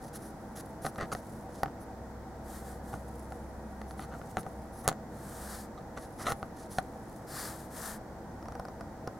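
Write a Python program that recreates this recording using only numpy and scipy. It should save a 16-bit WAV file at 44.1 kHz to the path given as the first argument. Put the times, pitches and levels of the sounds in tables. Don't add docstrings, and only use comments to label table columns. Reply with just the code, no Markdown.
import sys
import numpy as np
from scipy import signal
from scipy.fft import rfft, irfft, next_fast_len
from scipy.io import wavfile

SR = 44100
rng = np.random.default_rng(int(sys.argv[2]) if len(sys.argv) > 2 else 0)


def wrap_up_sound(samples):
    columns = np.atleast_2d(samples).T
    tamed = np.clip(columns, -1, 1)
    steps = np.round(tamed * 32767).astype(np.int16)
    wavfile.write(sys.argv[1], SR, steps)


N = 405279
TIME = np.arange(N) / SR


def from_db(db):
    return 10 ** (np.asarray(db) / 20)


def rms_one(x):
    return x / np.sqrt(np.mean(x ** 2) + 1e-20)


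def add(track, s, sound):
    at = max(round(s * SR), 0)
    track[at:at + len(sound)] += sound[:max(N - at, 0)]


def drift(size, rate):
    knots = rng.standard_normal(int(size * rate / SR) + 2)
    return np.interp(np.arange(size) * rate / SR, np.arange(len(knots)), knots)


def at_hz(points, hz):
    point_hz, value = np.transpose(points)
    return np.interp(np.log(hz + 1e-3), np.log(point_hz), value)


def coloured_noise(spectrum, likeness):
    size = next_fast_len(N)
    hz = np.fft.rfftfreq(size, 1 / SR)
    mid, side = rfft(rng.standard_normal((2, size)))
    alike = np.clip(at_hz(likeness, hz), 0, 1)
    stereo = np.sqrt(1 + alike) * mid + np.sqrt(1 - alike) * side * [[1], [-1]]
    return rms_one(irfft(stereo * from_db(at_hz(spectrum, hz)), size)[:, :N])


def resonance(x, hz, width_hz):
    radius = np.exp(-np.pi * width_hz / SR)
    feedback = [1, -2 * radius * np.cos(2 * np.pi * hz / SR), radius ** 2]
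    return signal.lfilter(np.array([1, 0, -1]) * (1 - radius ** 2) / 2, feedback, x)


def struck(modes, tilt=0, detune=0.023, lag_cycles=0.31, scatter_db=2.5):
    hz, db, t60 = np.transpose(modes)[:, :, None]
    strength, shift = rng.standard_normal((2, *hz.shape))
    t = np.maximum(TIME[:SR // 10] - lag_cycles * rng.random(hz.shape) / hz, 0)
    level = from_db(db + tilt * np.log2(hz) + scatter_db * strength - 60 * t / t60)
    ring = np.sum(level * np.sin(2 * np.pi * hz * (1 + detune * shift) * t), axis=0)
    return ring / np.abs(ring).max()


def slips(size, per_s, spread_db):
    chance, sign = rng.random((2, size))
    sizes = from_db(spread_db * np.minimum(rng.exponential(1, size), 4))
    return (chance < per_s / SR) * sizes * np.sign(sign - .5)


def stroke(start, end, roundness, jerk_db, lateness=1.1):
    progress = np.linspace(0, 1, max(int((end - start) * SR), 4))
    swell = np.abs(np.sin(np.pi * progress ** lateness)) ** roundness
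    return rms_one(swell * from_db(jerk_db * drift(len(progress), rate=123)))


# frequency in Hz, relative level in dB.
AIR_SPECTRUM = [(12, -62), (20, -22), (32, -11), (60, -14), (150, -9), (177, -13.5), (222, -10),
                (434, -17.5), (660, -18), (1190, -25), (1440, -25), (1910, -32), (2750, -45.5),
                (5680, -41.5), (16000, -50)]
# frequency in Hz, likeness from 0 to 1.
AIR_LIKENESS = [(50, 0.94), (200, 0.98), (800, 0.72), (2000, 0.37), (4000, 0.067), (15000, 0.057)]
# centre in Hz, nominal width in Hz, rms level in dB.
RUSH_BANDS = [(207.8, 20.3, -53.5), (322.7, 22.6, -58.5), (480.5, 16.3, -57.5), (551.6, 27, -61),
              (652, 31.5, -58), (770, 29.5, -56.5), (887, 74, -58.5), (1580, 190, -73.5), (1893, 76, -73)]


def fan_rush(air_db=-47):
    air = from_db(air_db) * coloured_noise(AIR_SPECTRUM, AIR_LIKENESS)
    for hz, width, db in RUSH_BANDS:
        band = resonance(rng.standard_normal(N), hz, width * 2)
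        air += from_db(db) * rms_one(resonance(band, hz, width * 2))
    return air


# time in seconds, relative level in dB.
HUM_SWELLS = [(0.0, -57), (1.23, -57), (2.76, -46.5), (4.1, -48), (4.45, -63), (4.55, -47), (4.94, -57),
              (5.5, -47.5), (5.76, -58), (9.11, -53), (9.19, -65)]


def low_hum(hum_hz=64.45, trim_db=-1.0, waver=0.093, mains_hz=102.1, mains_db=-61):
    unsteady = rms_one(resonance(rng.standard_normal(N), hum_hz, width_hz=6.2))
    hum = rms_one(np.sin(2 * np.pi * hum_hz * TIME) + waver * unsteady)
    swell = from_db(np.interp(TIME, *np.transpose(HUM_SWELLS)) + trim_db)
    mains = rms_one(np.sin(2 * np.pi * mains_hz * TIME))
    return swell * hum + from_db(mains_db) * mains


def reflections(x, near_db=-13, near_t60=0.096, far_db=-18, far_t60=0.11, wall_hz=2500):
    t = TIME[:SR // 2]
    near, far = rng.standard_normal((2, 2, len(t))) * (t > .001)
    near = near * from_db(-60 * t / near_t60)
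    far = far * from_db(-60 * t / far_t60)
    near, far = (tail / np.linalg.norm(tail, axis=1, keepdims=True) for tail in (near, far))
    far = signal.lfilter(*signal.butter(1, wall_hz, fs=SR), far)
    response = from_db(near_db) * near + from_db(far_db) * far
    return signal.fftconvolve(x[None], response, axes=1)[:, :N]


# mode in Hz, relative level in dB, t60 in seconds.
TICK_KNOCK_MODES = [(230, -10, .04), (504, 0.5, 0.022), (792, 4.5, 0.029), (990, 1, 0.03), (1227, 1, .016),
                    (1460, 2.5, 0.021), (1960, -26, .01)]
TICK_TOP_MODES = [(3360, -23, .005), (4330, 3.5, 0.0045), (5460, 9, 0.008), (6300, -17, .005),
                  (7640, 0, 0.0053), (10400, 1.5, 0.0053), (13600, -5, .003)]
# start in seconds, relative level in dB.
TICK_CUES = [(8.426, -35), (8.456, -34), (8.484, -30.5), (8.521, -33.5), (8.552, -30.5), (8.596, -27.5),
             (8.651, -31), (8.684, -30), (8.809, -28.5), (9.074, -24)]


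def dry_ticks(catch_s=0.00158, lead_db=-5, knock_db=1.0, top_db=-12.0):
    out = np.zeros(N)
    for s, level in TICK_CUES:
        for at, db in (s, level + lead_db), (s + catch_s, level):
            add(out, at, from_db(db + knock_db) * struck(TICK_KNOCK_MODES, detune=0.03, lag_cycles=0.26))
            add(out, at, from_db(db + top_db) * struck(TICK_TOP_MODES, detune=0.052, lag_cycles=0.54))
    return out


# frequency in Hz, relative level in dB.
SKIN_SPECTRUM = [(200, -9), (700, 4), (1200, 7.5), (1800, 7), (2150, -4), (2650, -10.5), (3400, -5),
                 (5000, -4), (7000, -0.5), (9000, 2.5), (11000, 0.5), (13500, -3.5), (16000, -12)]
# start, fastest moment and end in seconds, relative level in dB,
# gap resonance over the hiss in dB, left over right in dB.
SLIDE_CUES = [(2.42, 2.562, 2.64, -53.5, -31, 1.5), (2.59, 2.68, 2.81, -56, -26, 1),
              (2.82, 2.886, 3.03, -60, -24, 0), (5.083, 5.44, 5.6, -52, -23, 1),
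              (5.42, 5.536, 5.68, -49, -12, 1.5), (7.259, 7.398, 7.52, -44, -9.5, 2),
              (7.378, 7.47, 7.6, -47, -15, 3), (7.503, 7.6, 7.71, -56.5, -17, 5),
              (7.69, 7.865, 7.99, -44.5, -17.5, 3.5)]


def hand_slides(trim_db=3.5, flutter_db=1.14, gap_hz=4750, speed_power=0.93):
    hiss_power, gap_power = np.zeros((2, 2, N))
    for start, fastest, end, db, gap_db, left_db in SLIDE_CUES:
        speed = np.interp(TIME, [start, fastest, end], [0, 1, 0])
        panned_gain = from_db(db + left_db * np.array([[.5], [-.5]]))
        power = (panned_gain * speed ** speed_power) ** 2
        hiss_power += power
        gap_power += from_db(gap_db) ** 2 * power
    wander = drift(N, rate=1700) + 1j * drift(N, rate=1700)
    gap = rms_one(np.real(np.exp(2j * np.pi * gap_hz * TIME) * wander))
    hiss = coloured_noise(SKIN_SPECTRUM, likeness=[(200, 1.0), (16000, 0.81)])
    grip_db = flutter_db * drift(N, rate=170)
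    return from_db(trim_db + grip_db) * (np.sqrt(hiss_power) * hiss + np.sqrt(gap_power) * gap)


# start and end in seconds, teeth ring in dB, skin hiss in dB.
HOLD_CUES = [(0.303, 0.799, -76, -77), (0.9, 1.497, -73.5, -69), (2.929, 3.451, -74, -70.5),
             (3.421, 4.0, -78, -80), (4.078, 4.402, -91, -66), (4.395, 4.703, -76, -75),
             (5.945, 6.5, -71.5, -77), (6.82, 7.258, -80, -69.5)]


def grip_creep(teeth_hz=10000, skin_hz=8000, grip_db=2.5, grips_per_s=14):
    out = np.zeros(N)
    for start, end, ring, hiss in HOLD_CUES:
        pressure = stroke(start, end, roundness=0.27, jerk_db=3.5)
        pressure = rms_one(pressure * from_db(grip_db * drift(len(pressure), grips_per_s)))
        grains = slips(len(pressure), per_s=1900, spread_db=3.5)
        teeth = from_db(ring) * rms_one(resonance(grains, teeth_hz, width_hz=750))
        skin = from_db(hiss) * rms_one(resonance(grains, skin_hz, width_hz=6000))
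        add(out, start, pressure * (teeth + skin))
    return out


# start and end in seconds, teeth ring and skin hiss in relative dB.
RUB_CUES = [(0.003, 0.1, -61, -62), (0.128, 0.184, -51, -54.5), (0.182, 0.318, -58.5, -66),
            (0.553, 0.615, -51.5, -52.5), (0.814, 0.909, -50, -56.5), (1.117, 1.142, -45.5, -53),
            (1.126, 1.218, -62, -63), (1.485, 1.641, -65, -62.5), (1.796, 1.846, -61.5, -80),
            (2.918, 2.96, -62, -62), (3.866, 3.94, -63, -75), (3.966, 4.062, -59, -65),
            (4.375, 4.419, -52, -62), (4.716, 4.882, -57.5, -67), (5.962, 6.075, -62, -60.5),
            (6.174, 6.29, -53.5, -53), (6.264, 6.336, -45.5, -49), (6.539, 6.678, -63, -61),
            (6.691, 6.81, -53.5, -58)]


def fingertip_rubs(teeth_hz=10200, grip_shift=0.012, teeth_db=-2.0, skin_db=-3.0, disc_db=-11, mat_db=-2):
    out = np.zeros(N)
    skin_band = signal.butter(2, [3600, 9000], "band", fs=SR, output="sos")
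    mat_band = signal.butter(3, [1000, 1900], "band", fs=SR, output="sos")
    for start, end, ring, hiss in RUB_CUES:
        hz = teeth_hz * (1 + grip_shift * rng.standard_normal())
        pressure = stroke(start, end, roundness=.65, jerk_db=2.5)
        grains = slips(len(pressure), per_s=5000, spread_db=2.0)
        teeth = rms_one(resonance(grains, hz, width_hz=1400))
        disc = from_db(disc_db) * rms_one(resonance(grains, 0.606 * hz, width_hz=420))
        skin_grains = slips(len(pressure), per_s=16000, spread_db=8.0)
        skin = rms_one(signal.sosfilt(skin_band, skin_grains))
        mat = from_db(mat_db) * rms_one(signal.sosfilt(mat_band, grains))
        ringing = from_db(ring + teeth_db) * (teeth + disc)
        friction = from_db(hiss + skin_db) * (skin + mat)
        add(out, start, pressure * (ringing + friction))
    return out


# mode in Hz, relative level in dB, t60 in seconds.
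TABLE_MODES = [(173.7, -4.5, 0.12), (243, -9, 0.077), (320, -5.5, 0.089), (642, -8, 0.056),
               (771, 1.5, 0.058)]


def table_boom(tilt):
    return struck(TABLE_MODES, tilt)


# mode in Hz, relative level in dB, t60 in seconds.
MAT_MODES = [(185, -13, .045), (300, -17, .035), (455, -12, .028), (565, -12, .028), (745, -2, .027),
             (850, -7, .016), (1160, -4, .014), (1305, -3, .02), (1450, -2, .017), (1780, -4, .013),
             (1970, -1, .016)]


def mat_thud(tilt, rebound=0.52, rebound_s=0.000456, soft_hz=2500):
    push = struck(MAT_MODES, tilt, detune=.025, lag_cycles=.2)
    t = TIME[:len(push)]
    thud = push - rebound * np.interp(t - rebound_s, t, push, left=0)
    thud = signal.sosfilt(signal.butter(2, soft_hz, fs=SR, output="sos"), thud)
    return thud / np.abs(thud).max()


# mode in Hz, relative level in dB, t60 in seconds.
DISC_MODES = [(2770, -36, 0.0062), (3800, -13, 0.0028), (4280, 4.5, 0.0055), (5770, 0.5, 0.0063),
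              (6700, -1.5, 0.0073), (6900, -14, 0.0038), (7860, 0.5, 0.0024)]


def disc_tick(tilt=0, detune=0.087, lag_cycles=0.31):
    return struck(DISC_MODES, tilt, detune, lag_cycles)


# start and end in seconds, relative level in dB,
# brightness in dB per octave.
SCRAPE_CUES = [(0.842, 0.895, -41.5, -5), (0.979, 1.06, -39.5, 3.5), (1.115, 1.139, -38, 10.5),
               (2.923, 2.963, -45, -7), (4.001, 4.058, -51.5, 12.5), (4.104, 4.175, -49, -2),
               (4.374, 4.4, -40.5, -4.5), (4.837, 4.92, -47, 0), (5.768, 5.807, -52, 7),
               (5.965, 5.992, -46, 8), (6.182, 6.277, -46.5, 5), (6.254, 6.297, -32.5, 9.5),
               (6.292, 6.332, -35, -0.5)]


def rim_scrapes(mat_db=-1.0, table_db=-8, disc_db=-21, disc_follows=0.95):
    out = np.zeros(N)
    for start, end, level, tilt in SCRAPE_CUES:
        pressure = stroke(start, end, roundness=0.69, jerk_db=-1.5, lateness=0.76)
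        clicks = pressure * slips(len(pressure), per_s=2300, spread_db=3.5)
        bodies = [(mat_thud(tilt), mat_db), (table_boom(tilt), table_db),
                  (disc_tick(), disc_db + disc_follows * tilt)]
        for body, db in bodies:
            shaken = signal.fftconvolve(clicks, body)[:len(clicks)]
            add(out, start, from_db(level + db) * rms_one(shaken))
    return out


def crack(t60=0.0068, low_hz=6500):
    t = TIME[:SR // 50]
    burst = rng.standard_normal(len(t)) * from_db(-60 * t / t60)
    burst = signal.sosfilt(signal.butter(2, low_hz, "high", fs=SR, output="sos"), burst)
    return burst / np.abs(burst).max()


# mode in Hz, relative level in dB, t60 in seconds.
TEETH_MODES = [(9900, -7, 0.0043), (10060, 10, 0.011), (10500, -18, .003), (11700, -2, 0.0095),
               (13800, -21, .002)]


def impact(thud, tick, ring, tilt, mat_db=-1.0, teeth_db=2.5, crack_db=3.5, table_db=-10,
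           hardness=0.86, soft_blow_db=-28):
    disc_tilt = hardness * max(tick - soft_blow_db, 0)
    out = from_db(thud + mat_db) * mat_thud(tilt)
    add(out, 0, from_db(tick) * disc_tick(disc_tilt, detune=0.055, lag_cycles=0.43))
    add(out, 0, from_db(ring + teeth_db) * struck(TEETH_MODES, detune=0.011, lag_cycles=0.43))
    add(out, 0, from_db(ring + crack_db) * crack())
    add(out, 0, from_db(thud + table_db) * table_boom(tilt))
    return out


def rim_touch(thud, tick, usual_tick_under_db=15.5, teeth_under_db=15.5, brightening=0.74):
    tilt = brightening * (tick - thud + usual_tick_under_db)
    return impact(thud, tick, tick - teeth_under_db, tilt)


# start in seconds, mat thud and disc tick in relative dB.
KNOCK_CUES = [(0.8474, -24, -47), (0.8515, -22.5, -35), (0.8654, -19.5, -30), (0.959, -32, -41.5),
              (0.984, -27.5, -50), (1.0112, -22.5, -34), (1.029, -23.5, -46), (1.1269, -22, -38),
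              (1.15, -22, -35), (2.9396, -26.5, -46), (3.3218, -28, -43), (3.816, -30, -40),
              (3.9093, -34, -43.5), (3.9944, -27.5, -40.5), (4.139, -31, -50), (4.2154, -29, -51),
              (4.4317, -44, -44), (4.4651, -27.5, -51), (4.9154, -24, -46), (4.9274, -29, -40),
              (5.976, -27, -39), (6.2835, -21, -34), (6.321, -19, -23.5), (6.4288, -23, -40.5),
              (6.7842, -19, -32)]


def rim_knocks():
    out = np.zeros(N)
    for s, thud, tick in KNOCK_CUES:
        add(out, s, rim_touch(thud, tick))
    return out


# start in seconds, mat thud, disc tick and teeth ring in relative dB,
# thud brightness in dB per octave, gap to the first rebound in seconds, its loss of thud in dB.
DROP_CUES = [(1.6329, -13, -27.5, -36, 0.5, .0265, 12), (4.37, -15, -27.5, -52, 0, 0.012, 11),
             (4.8779, -11.5, -10, -18, -3.5, .0093, 2), (6.7854, -14, -22.5, -39, 3, 0.0072, 16)]


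def gear_drops(rebounds=3, gap_shrink=.8, rebound_loss_db=10, tick_fade=1.32):
    out = np.zeros(N)
    for s, thud, tick, ring, tilt, gap, loss in DROP_CUES:
        add(out, s, impact(thud, tick, ring, tilt))
        for _ in range(rebounds):
            s += gap
            add(out, s, rim_touch(thud - loss, tick - tick_fade * loss))
            gap *= gap_shrink
            loss += rebound_loss_db
    return out


def scene():
    centre = rim_knocks() + gear_drops() + rim_scrapes() + fingertip_rubs() + grip_creep() + dry_ticks()
    return centre + reflections(centre) + hand_slides() + fan_rush() + low_hum()


def record(dry, port_band_hz=(11300, 15600), port_lean=0.3, cutoff_hz=15900):
    top = signal.sosfilt(signal.butter(2, port_band_hz, "band", fs=SR, output="sos"), dry)
    leaning = dry + port_lean * top * [[1], [-1]]
    return signal.sosfilt(signal.ellip(12, .1, 80, cutoff_hz, fs=SR, output="sos"), leaning)


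dry = scene()
out = record(dry)
wrap_up_sound(out)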